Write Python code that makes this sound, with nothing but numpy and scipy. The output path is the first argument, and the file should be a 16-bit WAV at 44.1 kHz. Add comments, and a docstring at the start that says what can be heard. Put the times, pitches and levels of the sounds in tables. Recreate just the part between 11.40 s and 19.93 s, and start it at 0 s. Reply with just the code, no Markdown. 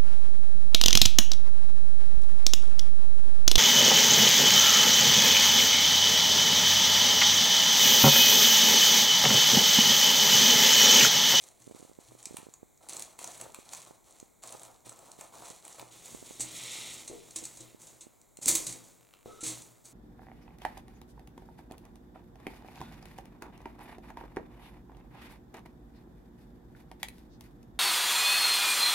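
"""Plastic model parts handled on a covered table. A thin bag crinkles, snaps and rubs as a clear part is
slipped in; then a stack of part frames scrapes away, clatters down with one loud knock, and the top
frame is pulled off with a faint squeak. The table rumbles and booms underneath. A small, lively room
answers the handling; dull ticks from inside the camera reach its stereo microphone over a steady hush."""
import sys
import numpy as np
from scipy import signal
from scipy.fft import rfft, irfft
from scipy.io import wavfile

SR = 44100
rng = np.random.default_rng(int(sys.argv[2]) if len(sys.argv) > 2 else 0)


def generate_wav(sig):
    """Save sig (samples, or channels by samples) to the path in sys.argv[1] as 16-bit PCM at SR."""
    pcm = np.round(np.clip(np.atleast_2d(sig).T, -1, 1) * 32767).astype(np.int16)
    wavfile.write(sys.argv[1], SR, pcm)


N = 376173
TIME_S = np.arange(N) / SR

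# Event levels are relative within each table; gains follow.
# Bag squeezes. Each row: start in seconds, length in seconds, crinkle in dB, rubbing in dB.
BAG_SQUEEZES = [(0.0, 0.045, -55, -64.5), (0.19, 0.12, -63, -72.5), (0.34, 0.11, -58.5, -64.5),
                (0.59, .17, -62, -69), (0.77, 0.18, -60, -65), (0.92, 0.11, -58, -70),
                (1.405, 0.055, -64.5, -62), (1.485, 0.13, -50, -53.5), (1.78, 0.2, -50.5, -55.5),
                (1.985, 0.034, -55, -52.5), (2.135, 0.039, -55.5, -69), (2.25, 0.12, -53, -60.5),
                (2.31, 0.049, -48.5, -59), (2.42, 0.056, -79, -61.5), (2.64, 0.17, -64, -68),
                (3.02, 0.13, -51, -56), (3.19, 0.075, -58, -58), (3.445, 0.023, -54.5, -54),
                (3.56, 0.15, -60.5, -58.5), (3.775, 0.018, -54.5, -55), (3.92, .1, -56.5, -53),
                (4.025, 0.084, -51.5, -60.5), (4.23, 0.17, -55, -62), (4.375, 0.017, -56.5, -55.5)]
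# Weight landing on the table. Each row: start in seconds, level in dB.
TABLE_BOOMS = [(0.202, -61), (0.682, -56.5), (0.905, -62), (4.391, -57), (5.003, -49.5), (6.192, -51),
               (7.086, -46.5), (7.266, -49), (8.06, -45.5)]
# Clearest camera ticks. Each row: time in seconds, level in dB.
CLEAR_TICKS = [(0.2778, -41.5), (0.3125, -40.5), (0.3492, -42.5), (0.4286, -43.5), (0.5888, -41.5),
               (0.9105, -41), (0.9451, -39.5), (0.989, -44), (1.0688, -42), (1.2314, -41), (2.189, -41.5),
               (2.5097, -43), (2.8292, -43.5), (3.1503, -42.5), (3.469, -45), (3.7903, -45), (4.107, -42.5),
               (4.4283, -41.5), (4.7488, -37), (4.8274, -41.5), (4.9094, -39.5), (5.3885, -45),
               (6.0297, -42.5), (6.348, -46), (6.669, -46.5), (6.9895, -44)]
# Runs of fainter ticks. Each row: start in seconds, end in seconds, level in dB.
FAINT_TICK_RUNS = [(0.261, .54, -47.5), (0.707, .76, -46), (0.854, 1.09, -47.5)]
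# Snaps of film or plastic. Each row: start in seconds, bright level in dB, ring in Hz, hollow level in dB.
PLASTIC_SNAPS = [(0.8276, -45, 7800, -55), (0.8553, -32, 6200, -46), (0.9682, -37, 9400, -34),
                 (1.138, -43.5, 7030, -49), (1.375, -59, 5800, -69), (1.487, -39, 10300, -50),
                 (1.494, -35.5, 7160, -44.5), (1.5325, -36.5, 7950, -59), (1.5665, -33.5, 7400, -47),
                 (1.5943, -36, 9500, -56), (1.6036, -48, 7200, -62), (1.6221, -33, 7400, -51),
                 (1.7896, -42, 7750, -37.5), (1.8424, -34.5, 6330, -37), (1.8746, -38.5, 6900, -53),
                 (2.0119, -35, 7000, -38), (2.145, -42.5, 8150, -37), (2.334, -35, 7300, -34.5),
                 (2.7997, -44.5, 5900, -51), (3.036, -45, 7250, -39.5), (3.0743, -41, 8600, -57),
                 (3.123, -41, 7800, -43), (3.2321, -43.5, 8100, -48), (3.4938, -38.5, 8600, -56),
                 (3.59, -50, 7400, -57), (3.7158, -43, 7000, -72), (3.81, -41.5, 7400, -39.5),
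                 (4.2505, -43, 8200, -44.5), (4.2787, -45, 8700, -43.5), (4.3953, -69, 3850, -35),
                 (4.657, -43, 6900, -48), (6.814, -54, 6750, -67), (6.9704, -43.5, 7140, -47.5),
                 (7.058, -23, 7900, -34.5), (7.737, -78, 3500, -45.5)]
# Short shoves of the frames. Each row: start in seconds, length in seconds, scrape in dB, rasp in dB.
FRAME_SHOVES = [(4.505, .12, -56, -60.5), (4.635, 0.16, -51.5, -61), (4.84, 0.43, -52, -59),
                (5.67, 0.3, -57.5, -62.5), (5.95, 0.2, -52, -64.5), (6.19, 0.093, -62, -65.5),
                (6.39, 0.12, -57.5, -72), (6.6, 0.04, -70, -84), (7.012, .055, -43, -60),
                (7.072, 0.021, -26.5, -44), (7.26, 0.054, -48.5, -57.5), (7.43, 0.08, -63, -74),
                (7.85, 0.28, -63.5, -65.5), (8.04, 0.018, -38, -47), (8.44, 0.012, -56.5, -85)]
# Frame striking frame. Each row: start in seconds, level in dB, decay time in seconds.
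FRAME_CLATTERS = [(4.995, -37, 0.0072), (5.004, -29, .015), (5.676, -35, 0.0053), (5.907, -41, 0.0028),
                  (5.959, -29.5, 0.0081), (5.985, -38, 0.0049), (6.038, -35, 0.0034), (6.052, -31, 0.0031),
                  (6.171, -42, .0045), (6.204, -41, 0.0072), (6.416, -48, .0041), (6.468, -47.5, 0.0084),
                  (6.607, -45, 0.015), (7.026, -39.5, 0.015), (7.068, -28.5, 0.0049), (7.079, -19, 0.012),
                  (7.086, -23, 0.0046), (7.151, -19.5, 0.006), (7.266, -28, 0.0054), (7.289, -37, 0.01),
                  (7.324, -34, 0.0044), (8.006, -43.5, 0.051), (8.034, -32, 0.0098), (8.062, -33.5, 0.034),
                  (8.218, -43, 0.0041), (8.453, -46, 0.0077)]
# Frame striking table. Each row: start in seconds, level in dB, pitch in Hz, decay time in seconds.
FRAME_BUMPS = [(4.998, -42, 300, 0.007), (5.699, -41, 364, 0.0098), (5.7142, -37.5, 421, 0.0043),
               (5.729, -45, 466, 0.012), (5.96, -50, 326, 0.031), (6.205, -51, 342, 0.0095),
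               (7.065, -37.5, 276, 0.012), (7.095, -43, 336.5, 0.036), (7.11, -50, 177, 0.043),
               (7.139, -49, 322, 0.037), (7.27, -53, 176.5, 0.062), (7.859, -35, 455, 0.0027),
               (7.869, -51, 465, .012), (8.03, -39.5, 309, 0.013)]
# Squeak of the top frame dragging free. Each row: time in seconds, pitch in Hz, level in dB.
SQUEAK_CURVE = [(7.875, 1270, -66), (7.905, 1304, -53.5), (7.96, 1302, -60), (8.03, 1350, -57),
                (8.05, 1330, -81)]

# Spectra of the sources. Each row: frequency in Hz, relative gain in dB.
HUSH_SPECTRUM = [(15, -30), (25, -10), (36, 2.5), (72, -3), (734, -5), (1020, -8), (1740, -18.5),
                 (2110, -11), (2350, -13), (2690, -27), (3920, -14), (5000, -26), (7110, -7), (10100, -18),
                 (16000, -16)]
FILM_SPECTRUM = [(880, -41.5), (1500, -14.5), (1670, -9.5), (2320, -6.5), (2770, -9.5), (4160, -3.5),
                 (5020, -11), (5830, -4), (7460, -1), (8920, -3.5), (12400, -12.5), (15200, -22),
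                 (16000, -14.5)]
RUB_SPECTRUM = [(150, -26.5), (300, -7), (480, -5), (700, 0.5), (850, -2.5), (1100, -5), (1350, -7.5),
                (1650, -20), (2500, -46)]
TABLE_SPECTRUM = [(20, -28), (55, -11.5), (95, -16), (121, 0.5), (145, -13), (175, -4), (200, -10),
                  (315, -7), (380, -9), (550, -10), (1000, -13.5), (2000, -22.5)]
HOLLOW_SPECTRUM = [(300, -29.5), (900, -10), (1600, -16), (2300, -11.5), (3500, -15), (6000, -23.5)]
SCRAPE_SPECTRUM = [(2650, -27), (4500, -7), (5080, -10.5), (6740, 1.5), (8240, -0.5), (12200, -12.5),
                   (15200, -21.5), (16000, -41)]
RASP_SPECTRUM = [(260, -27.5), (450, -9.5), (510, -33), (768, -13.5), (852, -32.5), (1260, -4.5),
                 (1630, -18), (1990, 1), (2840, -1.5), (3810, 5), (5060, -9.5), (5500, 0.5), (7150, -34),
                 (12100, -120)]
FRAME_SPECTRUM = [(400, -24), (550, -9.5), (1000, -10), (1600, -17.5), (2150, -7), (3100, -9), (3600, -4),
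                  (4000, -1.5), (4450, -2), (5000, -8), (6300, 4), (7900, 8), (10000, -4), (16000, -35)]

# Room decay. Each row: frequency in Hz, time to fall 60 dB in seconds.
ROOM_T60 = [(100, 0.68), (400, 0.59), (1500, 0.64), (4000, 0.24), (8000, 0.2), (15000, 0.17)]
# Stereo width and balance by frequency.
# Each row: frequency in Hz, side gain in dB, left over right in dB, left lead in radians.
STEREO_IMAGE = [(101, 4.5, 2, -0.47), (452, 3, 1.65, -0.7), (990, -4.5, -0.1, -0.65), (2730, -15.5, 1, 0),
                (6450, -35.5, -1.2, 0), (9350, 1.5, -1.5, -0.14), (12100, 0.5, 0, 2), (15000, -8, 1, .8)]


def amp(db):
    """Decibels to gain."""
    return 10 ** (np.asarray(db) / 20)


def unit(x):
    """Scales to an rms of 1."""
    return x / np.sqrt(np.mean(x ** 2) + 1e-20)


def lookup(rows, hz, column=1):
    """One table column, interpolated over log frequency."""
    columns = np.transpose(rows)
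    return np.interp(np.log(hz + 1), np.log(columns[0] + 1), columns[column])


def add(mix, start_s, sound):
    """Mixes a sound in, in place."""
    part = mix[max(round(start_s * SR), 0):][:len(sound)]
    part += sound[:len(part)]


def treble(x, cutoff_hz):
    """Fourth-order high-pass."""
    return signal.sosfilt(signal.butter(4, cutoff_hz, "high", fs=SR, output="sos"), x)


def colour(x, spectrum, size=4096):
    """Rings x through a minimum-phase body; white input keeps its power."""
    hz = abs(np.fft.fftfreq(size, 1 / SR))
    log_gain = np.log(amp(np.maximum(lookup(spectrum, hz), -80)))
    ring = np.fft.ifft(np.exp(np.conj(signal.hilbert(log_gain)))).real[:size // 2]
    return signal.oaconvolve(x, ring / np.linalg.norm(ring))[:len(x)]


def wander(cutoff_hz):
    """Low-passed noise, rms 1."""
    rolloff = 1 + (np.fft.rfftfreq(N, 1 / SR) / cutoff_hz) ** 4
    return unit(irfft(rfft(rng.standard_normal(N)) / rolloff, N))


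def grains(per_s, spread_db, clump_db, smooth):
    """Tiny uneven slips in clumps, over a share of smooth friction."""
    sizes = amp(spread_db * np.minimum(rng.exponential(1, N), 4)) * rng.choice([-1, 1], N)
    slips = unit(sizes * (rng.random(N) < per_s / SR))
    return unit((slips + smooth * rng.standard_normal(N)) * amp(clump_db * wander(41)))


def burst(decay_s, rise_s, spread_db, size=8192):
    """A flurry of contacts that builds and dies, with the energy of a unit-level decay."""
    t = np.arange(size) / SR
    flurry = rng.standard_normal(size) * amp(spread_db * rng.standard_normal(size))
    flurry *= np.exp(-t / decay_s) * (1 - np.exp(-t / rise_s))
    return flurry / np.linalg.norm(flurry) * np.sqrt(decay_s * SR / 2)


def strokes(rows, attack_s, sag_db_per_s, release_db_per_s):
    """Hand strokes swell, sag and die away; one gain curve per level column."""
    powers, t = np.zeros((2, N)), np.arange(SR) / SR
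    for start_s, length_s, *levels_db in rows:
        fall_db = sag_db_per_s * np.minimum(t, length_s) + release_db_per_s * np.maximum(t - length_s, 0)
        shape = (1 - np.exp(-t / attack_s)) * amp(-fall_db)
        for power, db in zip(powers, levels_db):
            add(power, start_s, (amp(db) * shape) ** 2)
    return np.sqrt(powers)


def hush(level_db=-67):
    """Steady room noise, different at each port."""
    mid, side = (colour(rng.standard_normal(N), HUSH_SPECTRUM) for _ in range(2))
    return amp(level_db) * np.array([mid + side, mid - side])


def crackles(per_s=45, low_hz=3500, high_hz=10000, width_hz=3200, facets=6):
    """Single creases snap through, each coloured by its facet of film."""
    out = np.zeros(N)
    for hz in np.geomspace(low_hz, high_hz, facets):
        kicks = rng.uniform(-1.42, 1, N) * (rng.random(N) < per_s / facets / SR)
        out += signal.lfilter(*signal.iirpeak(hz, hz / width_hz, SR), kicks)
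    return unit(colour(out, FILM_SPECTRUM))


def bag(creasing, pressing, fizz_db=-1, crackle_db=-7):
    """Creases buckle in the film while fingers and the clear part rub along it."""
    fizz = colour(grains(per_s=1700, spread_db=2, clump_db=2, smooth=1), FILM_SPECTRUM)
    creases = amp(fizz_db) * fizz + amp(crackle_db) * crackles()
    rubbing = colour(grains(per_s=800, spread_db=4.5, clump_db=3, smooth=0.76), RUB_SPECTRUM)
    return creasing * creases + pressing * rubbing


def table_rumble(pressing, scraping, rub_db=-8, scrape_db=-36, scrape_exponent=0.48):
    """Low table modes, driven in step with rubbing and less than in step with scraping."""
    pushes = grains(per_s=500, spread_db=2, clump_db=1.2, smooth=0.8)
    drive = np.hypot(amp(rub_db) * pressing, amp(scrape_db) * scraping ** scrape_exponent)
    return drive * colour(pushes, TABLE_SPECTRUM)


def table_booms(low_hz=121, low_decay_s=0.082, high_hz=321, high_decay_s=0.092, high_db=-5, rise_s=0.008):
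    """Landing weight swings the table top up at two low modes."""
    out, t = np.zeros(N), np.arange(SR) / SR
    ring = np.sin(2 * np.pi * low_hz * t) * np.exp(-t / low_decay_s)
    ring += amp(high_db) * np.sin(2 * np.pi * high_hz * t) * np.exp(-t / high_decay_s)
    for start_s, db in TABLE_BOOMS:
        add(out, start_s, amp(db) * ring * (1 - np.exp(-t / rise_s)))
    return out


def camera_ticks(right_hz=300, left_hz=520, left_db=-14, gain_db=6, decay_s=0.00044, gap_s=0.032):
    """A soft push and pull inside the camera, probably its focus drive, near the right port."""
    out, t = np.zeros((2, N)), np.arange(-256, 256) / SR
    grid = [(s, db) for start_s, end_s, db in FAINT_TICK_RUNS for s in np.arange(start_s, end_s, gap_s)]
    late_s, uneven_db, speed_offsets = (rng.uniform(-1, 1, (256, 3)) * [gap_s / 2, 2, 0.2]).T
    faint = [(s + late, db + uneven) for (s, db), late, uneven in zip(grid, late_s, uneven_db)]
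    for (time_s, db), speed in zip(CLEAR_TICKS + faint, 1 + speed_offsets):
        for port, hz, gain in zip(out, (left_hz, right_hz), (-amp(left_db), 1)):
            swing = np.sin(2 * np.pi * hz * t * speed) * np.exp(-abs(t) * speed / decay_s)
            add(port, time_s + t[0], gain * amp(db + gain_db) * swing / swing.max())
    return out


def snaps(ring_width_hz=2600, ring_gain=2.9, bright_gain_db=4):
    """Film or plastic snaps: a very short flurry with its own ring and a hollow lower part."""
    out = np.zeros(N)
    for start_s, bright_db, ring_hz, hollow_db in PLASTIC_SNAPS:
        crack = burst(decay_s=0.0017, rise_s=0.0011, spread_db=5.5)
        ring = signal.lfilter(*signal.iirpeak(ring_hz, ring_hz / ring_width_hz, SR), crack)
        bright = amp(bright_db + bright_gain_db) * unit(colour(crack + ring_gain * ring, FILM_SPECTRUM))
        hollow = amp(hollow_db) * unit(colour(crack, HOLLOW_SPECTRUM))
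        add(out, start_s, np.std(crack) * (bright + hollow))
    return out


def frame_motion(push_start_s=4.964, push_length_s=0.76, scrape_db=-45, rasp_db=-46.5, rasp_exponent=1.47):
    """Scrape and rasp gains: short shoves plus one long push, where rasp grows faster with speed."""
    scraping, rasping = strokes(FRAME_SHOVES, attack_s=0.0082, sag_db_per_s=20, release_db_per_s=115)
    progress = np.clip((TIME_S - push_start_s) / push_length_s, 0, 1)
    speed = abs(np.sin(np.pi * progress))
    push_scrape, push_rasp = amp(scrape_db) * speed, amp(rasp_db) * speed ** rasp_exponent
    return np.hypot(scraping, push_scrape), np.hypot(rasping, push_rasp)


def frame_slide(scraping, rasping, scrape_db=-1):
    """Frames dragged over the table cover hiss, and rasp when pressed."""
    scrape = colour(grains(per_s=5000, spread_db=3, clump_db=1.2, smooth=0.8), SCRAPE_SPECTRUM)
    rasp = colour(grains(per_s=3000, spread_db=2.5, clump_db=0.8, smooth=0.7), RASP_SPECTRUM)
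    return amp(scrape_db) * scraping * scrape + rasping * rasp


def frame_clatters(crack_db=-2):
    """Stacked frames chatter against each other; the hardest contacts add a bright crack."""
    contacts, cracks = np.zeros(N), np.zeros(N)
    hardest_db = max(db for _, db, _ in FRAME_CLATTERS)
    for start_s, db, decay_s in FRAME_CLATTERS:
        flurry = amp(db) * burst(decay_s, rise_s=0.0017, spread_db=-1)
        add(contacts, start_s, flurry)
        add(cracks, start_s, amp(db - hardest_db) * flurry)
    return colour(contacts, FRAME_SPECTRUM) + amp(crack_db) * treble(cracks, cutoff_hz=10500)


def frame_bumps(gain_db=-2, upper_db=-9, upper_ratio=1.5):
    """A bump on the table swings two low bending modes of a frame."""
    out, t = np.zeros(N), np.arange(SR // 3) / SR
    for start_s, db, hz, decay_s in FRAME_BUMPS:
        swing = np.sin(2 * np.pi * hz * t) + amp(upper_db) * np.sin(2 * np.pi * hz * upper_ratio * t)
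        add(out, start_s, amp(db + gain_db) * swing * np.exp(-t / decay_s))
    return out


def frame_judder(start_s=7.61, end_s=7.84, rate_hz=50, level_db=-43):
    """Faint, even ticking as the top frame is drawn off."""
    kicks = np.zeros(N)
    kicks[(np.arange(start_s, end_s, 1 / rate_hz) * SR).astype(int)] = 1
    return amp(level_db) * colour(kicks, HOLLOW_SPECTRUM)


def frame_squeak(waver=0.028, flutter_db=2, low_ratio=0.34, low_db=-4):
    """Plastic sticks and slips on plastic, swinging two modes unsteadily."""
    times_s, hz, db = np.transpose(SQUEAK_CURVE)
    pitch_hz = np.interp(TIME_S, times_s, hz)
    level_db = np.interp(TIME_S, times_s, db, left=-120, right=-120)
    high = np.sin(2 * np.pi * np.cumsum(pitch_hz * (1 + waver * wander(230))) / SR)
    low = np.sin(2 * np.pi * np.cumsum(pitch_hz * (low_ratio + 2 * waver * wander(120))) / SR)
    return amp(level_db + flutter_db * wander(110)) * (high + amp(low_db) * low)


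def room(x, early_db=5, early_s=0.12, gap_s=0.0027):
    """Dense reflections at both ports, strong at first, each band dying at its own rate."""
    taps = rng.standard_normal((2, SR)) * (rng.random((2, SR)) < 1 / 6)
    hz, t, bands = signal.stft(taps, SR, nperseg=256)
    decay = np.exp(-np.log(1000) * t / lookup(ROOM_T60, hz)[:, None])
    tail = signal.istft(bands * decay, SR, nperseg=256)[1]
    t = np.arange(tail.shape[1]) / SR
    tail *= 1 + amp(early_db) * np.exp(-t / early_s)
    tail *= np.clip(t / gap_s - 1, 0, 1)
    return signal.fftconvolve(x[None], tail / np.linalg.norm(tail[0]), axes=1)[:, :N]


def scatter(x, side_db=-5, lag_s=0.0002):
    """Contacts lie all over the parts, so their treble shifts between the ports."""
    side = amp(side_db) * wander(180) * np.roll(treble(x, cutoff_hz=8300), round(lag_s * SR))
    return np.array([x + side, x - side])


def scene():
    """Handling arrives directly and through the room; booms, ticks and hush only directly."""
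    snap, clatter, bump = snaps(), frame_clatters(), frame_bumps()
    creasing, pressing = strokes(BAG_SQUEEZES, attack_s=0.01, sag_db_per_s=16, release_db_per_s=112)
    scraping, rasping = frame_motion()
    friction = bag(creasing, pressing) + frame_slide(scraping, rasping) + frame_squeak() + frame_judder()
    rumble = table_rumble(pressing, scraping)
    send = amp(-4) * snap + amp(-8.5) * friction + amp(-1.5) * clatter + amp(0.5) * bump + amp(-3) * rumble
    direct = snap + amp(1) * friction + clatter + amp(3.5) * (bump + rumble)
    return room(send) + scatter(direct) + table_booms() + camera_ticks() + hush()


def record(dry, cutoff_hz=16100):
    """Stereo image: nearly mono from about 3 to 7 kHz, wide outside, then low-passed."""
    hz = np.fft.rfftfreq(N, 1 / SR)
    side_db, balance_db, lead_rad = (lookup(STEREO_IMAGE, hz, column) for column in (1, 2, 3))
    left, right = rfft(dry)
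    mid, side = (left + right) / 2, (left - right) / 2 * amp(side_db)
    lean = amp(balance_db / 2) * np.exp(0.5j * lead_rad)
    stereo = irfft(np.array([(mid + side) * lean, (mid - side) / lean]), N)
    lowpass = signal.firwin(401, cutoff_hz, window=("kaiser", 8), fs=SR)
    return signal.oaconvolve(stereo, lowpass[None], "same")


dry = scene()
out = record(dry)
generate_wav(out)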